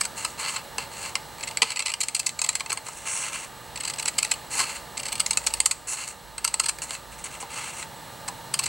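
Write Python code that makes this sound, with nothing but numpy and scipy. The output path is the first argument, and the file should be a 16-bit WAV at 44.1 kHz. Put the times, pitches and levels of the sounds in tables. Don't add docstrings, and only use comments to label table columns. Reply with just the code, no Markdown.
import sys
import numpy as np
from scipy import signal
from scipy.fft import rfft, irfft, next_fast_len
from scipy.io import wavfile
from scipy.ndimage import uniform_filter1d, map_coordinates

SR = 44100
rng = np.random.default_rng(int(sys.argv[2]) if len(sys.argv) > 2 else 0)


def wav_out(sig):
    wavfile.write(sys.argv[1], SR, np.round(np.clip(np.atleast_2d(sig).T, -1, 1) * 32767).astype(np.int16))


N = 382788


def amp(db):
    return 10 ** (np.asarray(db) / 20)


def unit(x):
    return x / np.sqrt(np.mean(x ** 2) + 1e-20)


def along(points, hz):
    point_hz, value = np.transpose(points)
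    return np.interp(np.log(hz + 1), np.log(point_hz + 1), value)


def wobble(rate):
    knots = rng.standard_normal(int(N * rate / SR) + 4)
    return map_coordinates(knots, [np.arange(N) * rate / SR])


def during(spans):
    t = np.arange(N) / SR
    inside = sum(1. * ((t > a) & (t < b)) for a, b, *_ in spans)
    return uniform_filter1d(inside, size=900)


def filtered(x, response):
    size = next_fast_len(N + 8192)
    spectrum = rfft(x, size) * response(np.fft.rfftfreq(size, 1 / SR))
    return irfft(spectrum, size)[..., :N]


def coloured(x, points):
    return filtered(x, lambda hz: amp(along(points, hz)))


def resonance(modes, hz):
    total = 0
    for k, (centre, width, db) in enumerate(modes):
        mode = 1j * hz * width / (centre * centre - hz * hz + 1j * hz * width)
        total = total + (-1) ** k * amp(db) * mode
    return total


def fractures(rate, spread_db, size):
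    breaks = rng.random(size) < rate / SR
    return breaks * rng.choice([-1, 1], size) * amp(spread_db * rng.standard_normal(size))


# [dB, relative]
AIR_COLOUR = [(15, -44), (25, -2.5), (145, -8), (439, -10), (476, -11.5), (516, -12), (560, -5.5),
              (887, -10), (1130, -9.5), (1230, -6.5), (2160, -28.5), (2760, -26), (2990, -17),
              (10400, -21.5), (16000, -26.5)]
# pitch_hz [Hz], ratio_db [dB]
AIR_WIDTH = [(60, -5), (180, -7), (550, -8), (1650, -16), (4970, -18), (15000, -21)]
# [dB, relative]
CASING_MODES = [(141.5, 35, 1.5), (891, 62, 8), (1188, 20, -28), (1688, 340, -3), (4170, 330, -6),
                (7900, 210, -6)]
# [dB rms, before the common tones_db]
STEADY_TONES = [(119, -63), (479.5, -58.5), (553.5, -59), (720, -64), (1200, -55.5), (2832, -60),
                (15735, -59)]
# pitch_hz [Hz], left_over_right_db [dB]
BALANCE = [(40, -11), (250, -2), (1500, -1.5)]


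def background(air_db, casing_db, tones_db):
    mid, side = rng.standard_normal((2, N))
    side = coloured(side, AIR_WIDTH)
    air = unit(coloured(np.array([mid + side, mid - side]), AIR_COLOUR))
    drone = unit(filtered(rng.standard_normal(N), lambda hz: resonance(CASING_MODES, hz)))
    t = np.arange(N) / SR
    tones = 0
    for hz, db in STEADY_TONES:
        phase = 2 * np.pi * hz * t + 0.083 * wobble(3.05)
        tones = tones + amp(db) * np.sqrt(2) * np.sin(phase)
    pair = amp(air_db) * air + amp(casing_db) * drone + amp(tones_db) * tones
    return filtered(pair, lambda hz: amp(np.outer([.5, -.5], along(BALANCE, hz))))


# start_s [s], end_s [s]
HUM_SWELLS = [(5.15, 5.87), (6.05, 7.44)]


def hum(hz, rest_db, swell_db, left_db):
    tone = np.sqrt(2) * np.sin(2 * np.pi * hz * np.arange(N) / SR + 0.46 * wobble(5.9))
    swell = uniform_filter1d(during(HUM_SWELLS), size=SR // 3)
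    right_db = 2
    return amp(rest_db + swell_db * swell + 1.8 * wobble(7)) * tone * amp([[left_db], [right_db]])


def rumble(hz, width_hz, end_db, rise_db_per_s):
    noise = unit(filtered(rng.standard_normal(N), lambda f: resonance([(hz, width_hz, 0)], f) ** 2))
    seconds_left = np.arange(N)[::-1] / SR
    return amp(end_db - rise_db_per_s * seconds_left) * noise


# [dB, relative]
EDGE_MODES = [(6630, 1050, -8), (7734, 556, 3.5), (8150, 810, 1.5), (9320, 860, -7.5), (11120, 1430, -12.5)]
BLADE_MODES = [(4194, 214, 4), (4550, 490, 0.5)]
BODY_MODES = [(2037, 119, -2), (2384, 210, -3.5), (2680, 140, 3), (2980, 790, -6)]
SHEET_MODES = [(466, 540, -20), (896, 71, 2.5), (1061, 70, 3), (1288, 91, 4), (1678, 280, -2.5)]
# [dB, relative]
FIBRE_COLOUR = [(60, -16), (400, 5.5), (900, 1), (9000, -1), (12000, -8.5), (16000, -15)]


def snaps(rows, edge_db=0.8, blade_db=-4.5, body_db=-4.5, sheet_db=0, vary_db=0.78,
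          onset=0.37, lead=0.0011, release=0.00096,
          shift=0.022,
          near_db=-5, near_t60=0.052, side_db=-20.0):
    size, early = 2048, 256
    t, hz = (np.arange(size) - early) / SR, np.fft.rfftfreq(size, 1 / SR)
    start, length, level_db, card_db, flex_db = np.transpose(rows)[:, :, None]
    before = 0.4 * onset * np.exp(-np.abs(t) / lead)
    build = np.where(t < 0, before, onset + (1 - onset) * t / length)
    force = np.where(t < length, build, np.exp(-np.abs(t - length) / release))
    bursts = rfft(force * fractures(rate=7000, spread_db=5.5, size=force.shape))
    decay = amp(-60 * np.arange(size) / SR / near_t60)
    copies = rng.standard_normal((2, *force.shape)) * decay
    copies_unit = copies / np.linalg.norm(copies, axis=-1, keepdims=True)
    paths = rfft(amp([near_db, side_db])[:, None, None] * copies_unit)
    paths[0] += 1
    moved = hz * np.exp(shift * rng.standard_normal(start.shape))
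    rings = np.zeros(copies.shape)
    parts = [(EDGE_MODES, edge_db), (BLADE_MODES, blade_db + .5 * card_db),
             (BODY_MODES, body_db + card_db), (SHEET_MODES, sheet_db + flex_db)]
    for modes, db in parts:
        ring = irfft(bursts * paths * resonance(modes, moved))
        ring /= np.linalg.norm(ring[0], axis=1, keepdims=True)
        varied_db = db + vary_db * rng.standard_normal(start.shape)
        rings += amp(level_db + varied_db) * ring * np.sqrt(.005 * SR)
    index = np.abs(np.round((start + t) * SR)).astype(int).ravel()
    mid, side = [np.bincount(index, part.ravel(), N)[:N] for part in rings]
    return coloured(np.array([mid + side, mid - side]), FIBRE_COLOUR)


# [dB, relative sheet flex]
STRETCHES = [(0, 0.063, -44, -5.5, -10.5), (1.373, 1.54, -37.5, 0, -13.5), (1.67, 1.951, -27, 2.5, -12),
             (1.987, 2.298, -42, -3.5, -21), (2.37, 2.607, -33, -3.5, -15.5), (3.755, 4.084, -34, -3, -13),
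             (4.118, 4.356, -51, -1, -16.5), (4.97, 5.24, -36, -2.5, -16.5),
             (5.257, 5.74, -45, -3.5, -16.5), (6.38, 6.713, -56, -3.5, -12), (8.53, 8.684, -47.5, -4, -13)]


def stretch_at(s):
    stretches = np.array(STRETCHES)
    outside = np.maximum(stretches[:, 0] - s[:, None], s[:, None] - stretches[:, 1])
    return stretches[outside.argmin(axis=1)].T


REFERENCE_DB, BRIGHTENING = -20.5, 0.25


def slips(rows):
    s, length, level_db = np.transpose(rows)
    *_, card_db, flex_db = stretch_at(s)
    card_db = card_db - BRIGHTENING * (level_db - REFERENCE_DB)
    return snaps(np.column_stack([s, length, level_db, card_db, flex_db]))


def chatter(length, jitter, spread_db):
    gap = 0.032
    beats = np.arange(0, N / SR, gap)
    late, loud = rng.standard_normal((len(beats), 2)).T
    s = beats + jitter * gap * late
    begin, end, level_db, *_ = stretch_at(s)
    rows = np.column_stack([s, np.full(len(s), length), level_db + spread_db * loud])
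    return slips(rows[(s > begin) & (s < end)])


def crackle(db, life):
    ticks = np.abs(fractures(rate=70, spread_db=2.5, size=N))
    force = signal.lfilter([1], [1, -np.exp(-1 / (life * SR))], ticks)
    modes = BODY_MODES + BLADE_MODES + EDGE_MODES
    ring = filtered(force * rng.standard_normal(N), lambda hz: resonance(modes, hz))
    return amp(db) * during(STRETCHES) * unit(coloured(ring, FIBRE_COLOUR))


# start_s [s], length_s [s], level_db [dB]
DISTINCT_SLIPS = [(0.0094, 0.0033, -16.5), (0.0505, 0.0033, -24), (1.428, 0.009, -28.5),
                  (1.473, 0.006, -29.5), (1.5714, 0.00088, -21.5), (1.6193, 0.0011, -11),
                  (1.7664, 0.0062, -23), (1.8026, 0.0018, -22), (1.857, .006, -20), (1.89, 0.013, -22.5),
                  (1.9378, 0.0019, -19.5), (2.004, 0.011, -13.5), (2.03, .007, -18), (2.0835, 0.0013, -19),
                  (2.147, 0.0036, -13), (2.1627, .0033, -22), (2.1926, .007, -15.5), (2.2617, .0074, -13),
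                  (2.2904, 0.0033, -23.5), (2.3895, 0.0033, -21), (2.4157, 0.0027, -15.5),
                  (2.439, .008, -17.5), (2.4885, 0.004, -13), (2.552, 0.0044, -16), (3.7576, 0.0041, -30),
                  (3.806, 0.0039, -28), (3.8482, 0.0054, -25), (3.8755, 0.0061, -24), (3.8963, 0.0048, -27),
                  (3.994, 0.0043, -25.5), (4.0254, 0.0027, -29), (4.0547, 0.004, -23),
                  (4.0767, 0.0073, -18.5), (4.1817, 0.0075, -15), (4.2263, 0.0037, -18),
                  (4.2453, .0045, -23.5), (4.3118, .0066, -15), (4.337, .003, -29.5), (4.971, 0.007, -26.5),
                  (4.9914, 0.01, -28), (5.0536, .004, -29.5), (5.0815, 0.0046, -29.5),
                  (5.125, .0043, -24.5), (5.1537, 0.0022, -29.5), (5.197, 0.0065, -15), (5.262, 0.002, -20),
                  (5.3077, 0.0021, -17.5), (5.3304, 0.0025, -25), (5.372, 0.0013, -14.5),
                  (5.4642, 0.0078, -14.5), (5.5378, .0005, -21), (5.6022, 0.00067, -9.5),
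                  (5.6575, 0.0041, -8), (5.7097, .0054, -12), (6.38, 0.0018, -24), (6.444, 0.0055, -12.5),
                  (6.4757, 0.0038, -19), (6.5397, 0.0023, -15.5), (6.5963, 0.004, -11),
                  (6.634, 0.01, -22.5), (6.6578, 0.0053, -19), (6.684, 0.011, -14), (8.5385, 0.0032, -17),
                  (8.59, 0.0055, -18), (8.635, 0.007, -23), (8.657, 0.0077, -21)]


def distinct_slips():
    return slips(DISTINCT_SLIPS)


# [dB, card body relative to the hiss]
SLIDING_STROKES = [(0.155, 0.16, -34.5, -9, -5), (0.374, 0.19, -33.5, -2.5, 0.5),
                   (0.781, 0.05, -41.5, -3, 4), (0.905, 0.18, -44.5, 8.5, -2), (1.619, 0.1, -35, -4.5, 3.5),
                   (2.832, 0.23, -43.5, 2.5, -5.5), (3.048, 0.17, -29.5, 2, -4), (3.227, 0.058, -34, 2, -1),
                   (3.315, 0.13, -32.5, -6.5, -2.5), (4.498, 0.11, -34.5, 9.5, -4.5),
                   (4.615, 0.15, -38, 0, -2.5), (5.868, 0.071, -26, 2, -11), (5.965, 0.074, -28, -4.5, -6),
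                   (6.07, 0.047, -30, -10, -6.5), (6.818, 0.014, -23.5, -4.5, -7.5),
                   (6.87, 0.074, -43.5, 10, -4), (7.117, .015, -44.5, 0, 0), (7.18, 0.025, -40, -4, -3),
                   (7.239, 0.017, -29.5, -4.5, -3), (7.301, 0.05, -40.5, -1, 1),
                   (7.4, 0.018, -35, -2.5, -1), (7.491, .215, -37, -2.5, 1), (7.721, 0.1, -40.5, 4, -3)]
STROKE_ATTACK_SHARE, STROKE_RELEASE_S = 0.14, 0.02


def strokes(cutting_db):
    t = np.arange(SR // 2) / SR
    rubbing = np.pad(amp(cutting_db) * during(STRETCHES), (0, SR))
    power = np.tile(rubbing ** 2, (2, 1))
    for s, length, level_db, swell_db, card_db in SLIDING_STROKES:
        rise = np.minimum(t / (STROKE_ATTACK_SHARE * length), 1)
        fall = np.exp(-np.maximum(t - length, 0) / STROKE_RELEASE_S)
        gain = rise * fall * amp(level_db + swell_db * np.minimum(t / length, 1))
        power[:, round(s * SR):][:, :len(t)] += np.array([gain, gain * amp(card_db)]) ** 2
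    return np.sqrt(power[:, :N])


# start_s [s], end_s [s]
GRIP_SHIFTS = [(2.8, 3.6), (7.05, 9.5)]
# [dB, relative]
SKIN_COLOUR = [(4000, -28.5), (5700, -4), (6550, -2), (7200, -1.5), (8100, 3.5), (10000, -8), (11000, -19),
               (16000, -39)]
STEEL_COLOUR = [(4000, -19.5), (6700, -1), (8100, 3), (9100, -3.5), (9700, -9), (12500, -19), (16000, -36)]
FIZZ_HZ, FIZZ_WIDTH_HZ, FIZZ_DB, FIZZ_GROWTH = 9900, 1100, -10.5, 2.04


def slide(hiss_db, body_db, sheet_db, steel_db, skin_db, catch_db, side_db):
    hiss_gain, card_gain = strokes(cutting_db=-57)
    mid, side = fractures(rate=8000, spread_db=3.5, size=(2, N))
    grain = np.array([mid + amp(side_db) * side, mid - amp(side_db) * side])

    def rung(modes):
        return unit(filtered(grain, lambda hz: resonance(modes, hz)))

    pressure = unit(amp(catch_db * wobble(260) + 1.3 * wobble(45)))
    on_skin = during(GRIP_SHIFTS)
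    skin_hiss = on_skin * unit(coloured(grain, SKIN_COLOUR))
    steel_hiss = (1 - on_skin) * unit(coloured(grain, STEEL_COLOUR))
    hiss = amp(hiss_db) * (skin_hiss + steel_hiss)
    blades = amp(steel_db + skin_db * on_skin) * rung(BLADE_MODES)
    card = amp(body_db) * rung(BODY_MODES) + amp(sheet_db) * rung(SHEET_MODES)
    contact = unit(amp(2.1 * wobble(22)))
    fizz = unit(filtered(grain, lambda hz: resonance([(FIZZ_HZ, FIZZ_WIDTH_HZ, 0)], hz) ** 2))
    fizz_gain = amp(REFERENCE_DB + FIZZ_DB) * (hiss_gain / amp(REFERENCE_DB)) ** FIZZ_GROWTH
    return pressure * (hiss_gain * hiss + fizz_gain * fizz + card_gain * contact * (card + blades))


# [dB, relative card body]
CARD_CRINKLES = [(0.2455, 0.0063, -21, -0.5), (0.487, 0.0088, -32.5, 9.5), (0.56, 0.0064, -27, 0),
                 (0.7816, 0.0012, -25, 3), (1.1533, 0.0015, -24.5, 7), (1.6184, 0.0024, -23, 17),
                 (1.6222, 0.0096, -16.5, 9), (2.6043, 0.0025, -25, 4.5), (2.66, .002, -30.5, 3.5),
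                 (2.6957, 0.011, -22.5, 2), (2.719, 0.00065, -25, 3.5), (2.7275, 0.0018, -18.5, -11),
                 (2.772, 0.0024, -26.5, 0.5), (2.866, .0014, -32, -3), (2.884, .003, -28, -17),
                 (4.597, 0.0077, -20.5, -2), (6.785, .0013, -34, -2), (6.906, 0.0015, -25.5, 0),
                 (6.948, 0.0041, -32.5, 4.5), (7.426, 0.00089, -40, 2), (7.826, 0.0011, -34.5, 5.5),
                 (8.279, 0.0073, -25.5, -4.5)]


def crinkles():
    flex_db = -6
    return snaps([(*row, flex_db) for row in CARD_CRINKLES])


# start_s [s], level_db [dB]
CARD_BUCKLES = [(0.782, -29.5), (1.621, -19), (4.551, -36), (4.601, -35), (7.427, -29), (8.295, -33)]
# pitch_hz [Hz], level_db [dB, mean relative level], t60_s [s]
BENDING_MODES = [(237, -15, 0.1), (465, -5.5, 0.083), (808, 1.5, 0.053), (990, 0, 0.059),
                 (1280, -10, 0.054)]


def buckles(attack):
    t, out = np.arange(SR // 4) / SR, np.zeros(N + SR)
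    for s, db in CARD_BUCKLES:
        ring = 0
        for hz, level, t60 in BENDING_MODES:
            decay = amp(level + rng.normal(0, 2.5) - 60 * t / t60)
            ring = ring + decay * np.sin(2 * np.pi * hz * t)
        out[round(s * SR):][:len(t)] += amp(db) * ring * (1 - np.exp(-t / attack))
    return out[:N]


# pitch_hz [Hz], t60_s [s]
ROOM_DECAY = [(200, 0.86), (2000, 0.38), (8000, 0.42), (15000, 0.064)]


def room(x, side_db):
    hz, t, z = signal.stft(rng.standard_normal((2, SR // 2)), SR, nperseg=256)
    decay = amp(-60 * t / along(ROOM_DECAY, hz)[:, None])
    tail = signal.istft(z * decay, SR, nperseg=256)[1]
    tail *= np.minimum(np.arange(tail.shape[1]) / SR / 0.0031, 1)
    mid, side = signal.fftconvolve(x[None], tail / np.linalg.norm(tail[0]), axes=1)[:, :N]
    return np.array([mid + amp(side_db) * side, mid - amp(side_db) * side])


def scene():
    floor = background(air_db=-44.5, casing_db=-45.0, tones_db=-0.5)
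    floor = floor + hum(hz=58.5, rest_db=-62.5, swell_db=15.5, left_db=-14)
    floor = floor + rumble(hz=138, width_hz=100, end_db=-49, rise_db_per_s=8.5)
    cut = distinct_slips() + crackle(db=-47.5, life=0.0012)
    cut = cut + chatter(length=0.0042, jitter=0.2, spread_db=5.5)
    rub = slide(hiss_db=0.0, body_db=-0.5, sheet_db=-4.0, steel_db=-1.5, skin_db=-5.5,
                catch_db=1.56, side_db=-34)
    card = rub + crinkles() + buckles(attack=0.0022)
    near = card + cut
    return near + amp(-19.5) * room(near.mean(axis=0), side_db=-12.0) + floor


CEILING_DB, RANGE_DB, RECOVERY_DB_PER_S = -18.5, 5, 2


def gain_control(x):
    power = np.abs(uniform_filter1d(np.mean(x ** 2, axis=0), size=900))
    over_db = np.clip(10 * np.log10(power + 1e-12) - CEILING_DB, 0, RANGE_DB)
    recovered_db = RECOVERY_DB_PER_S * np.arange(N) / SR
    return x * amp(recovered_db - np.maximum.accumulate(over_db + recovered_db))


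LOW_CUT_HZ, TOP_HZ = 40, 16000


def record(dry):
    held = filtered(gain_control(dry), lambda hz: 1 - 1 / (1 + (hz / LOW_CUT_HZ) ** 4))
    return filtered(np.clip(held, -1, 1), lambda hz: hz < TOP_HZ)


dry = scene()
out = record(dry)
wav_out(out)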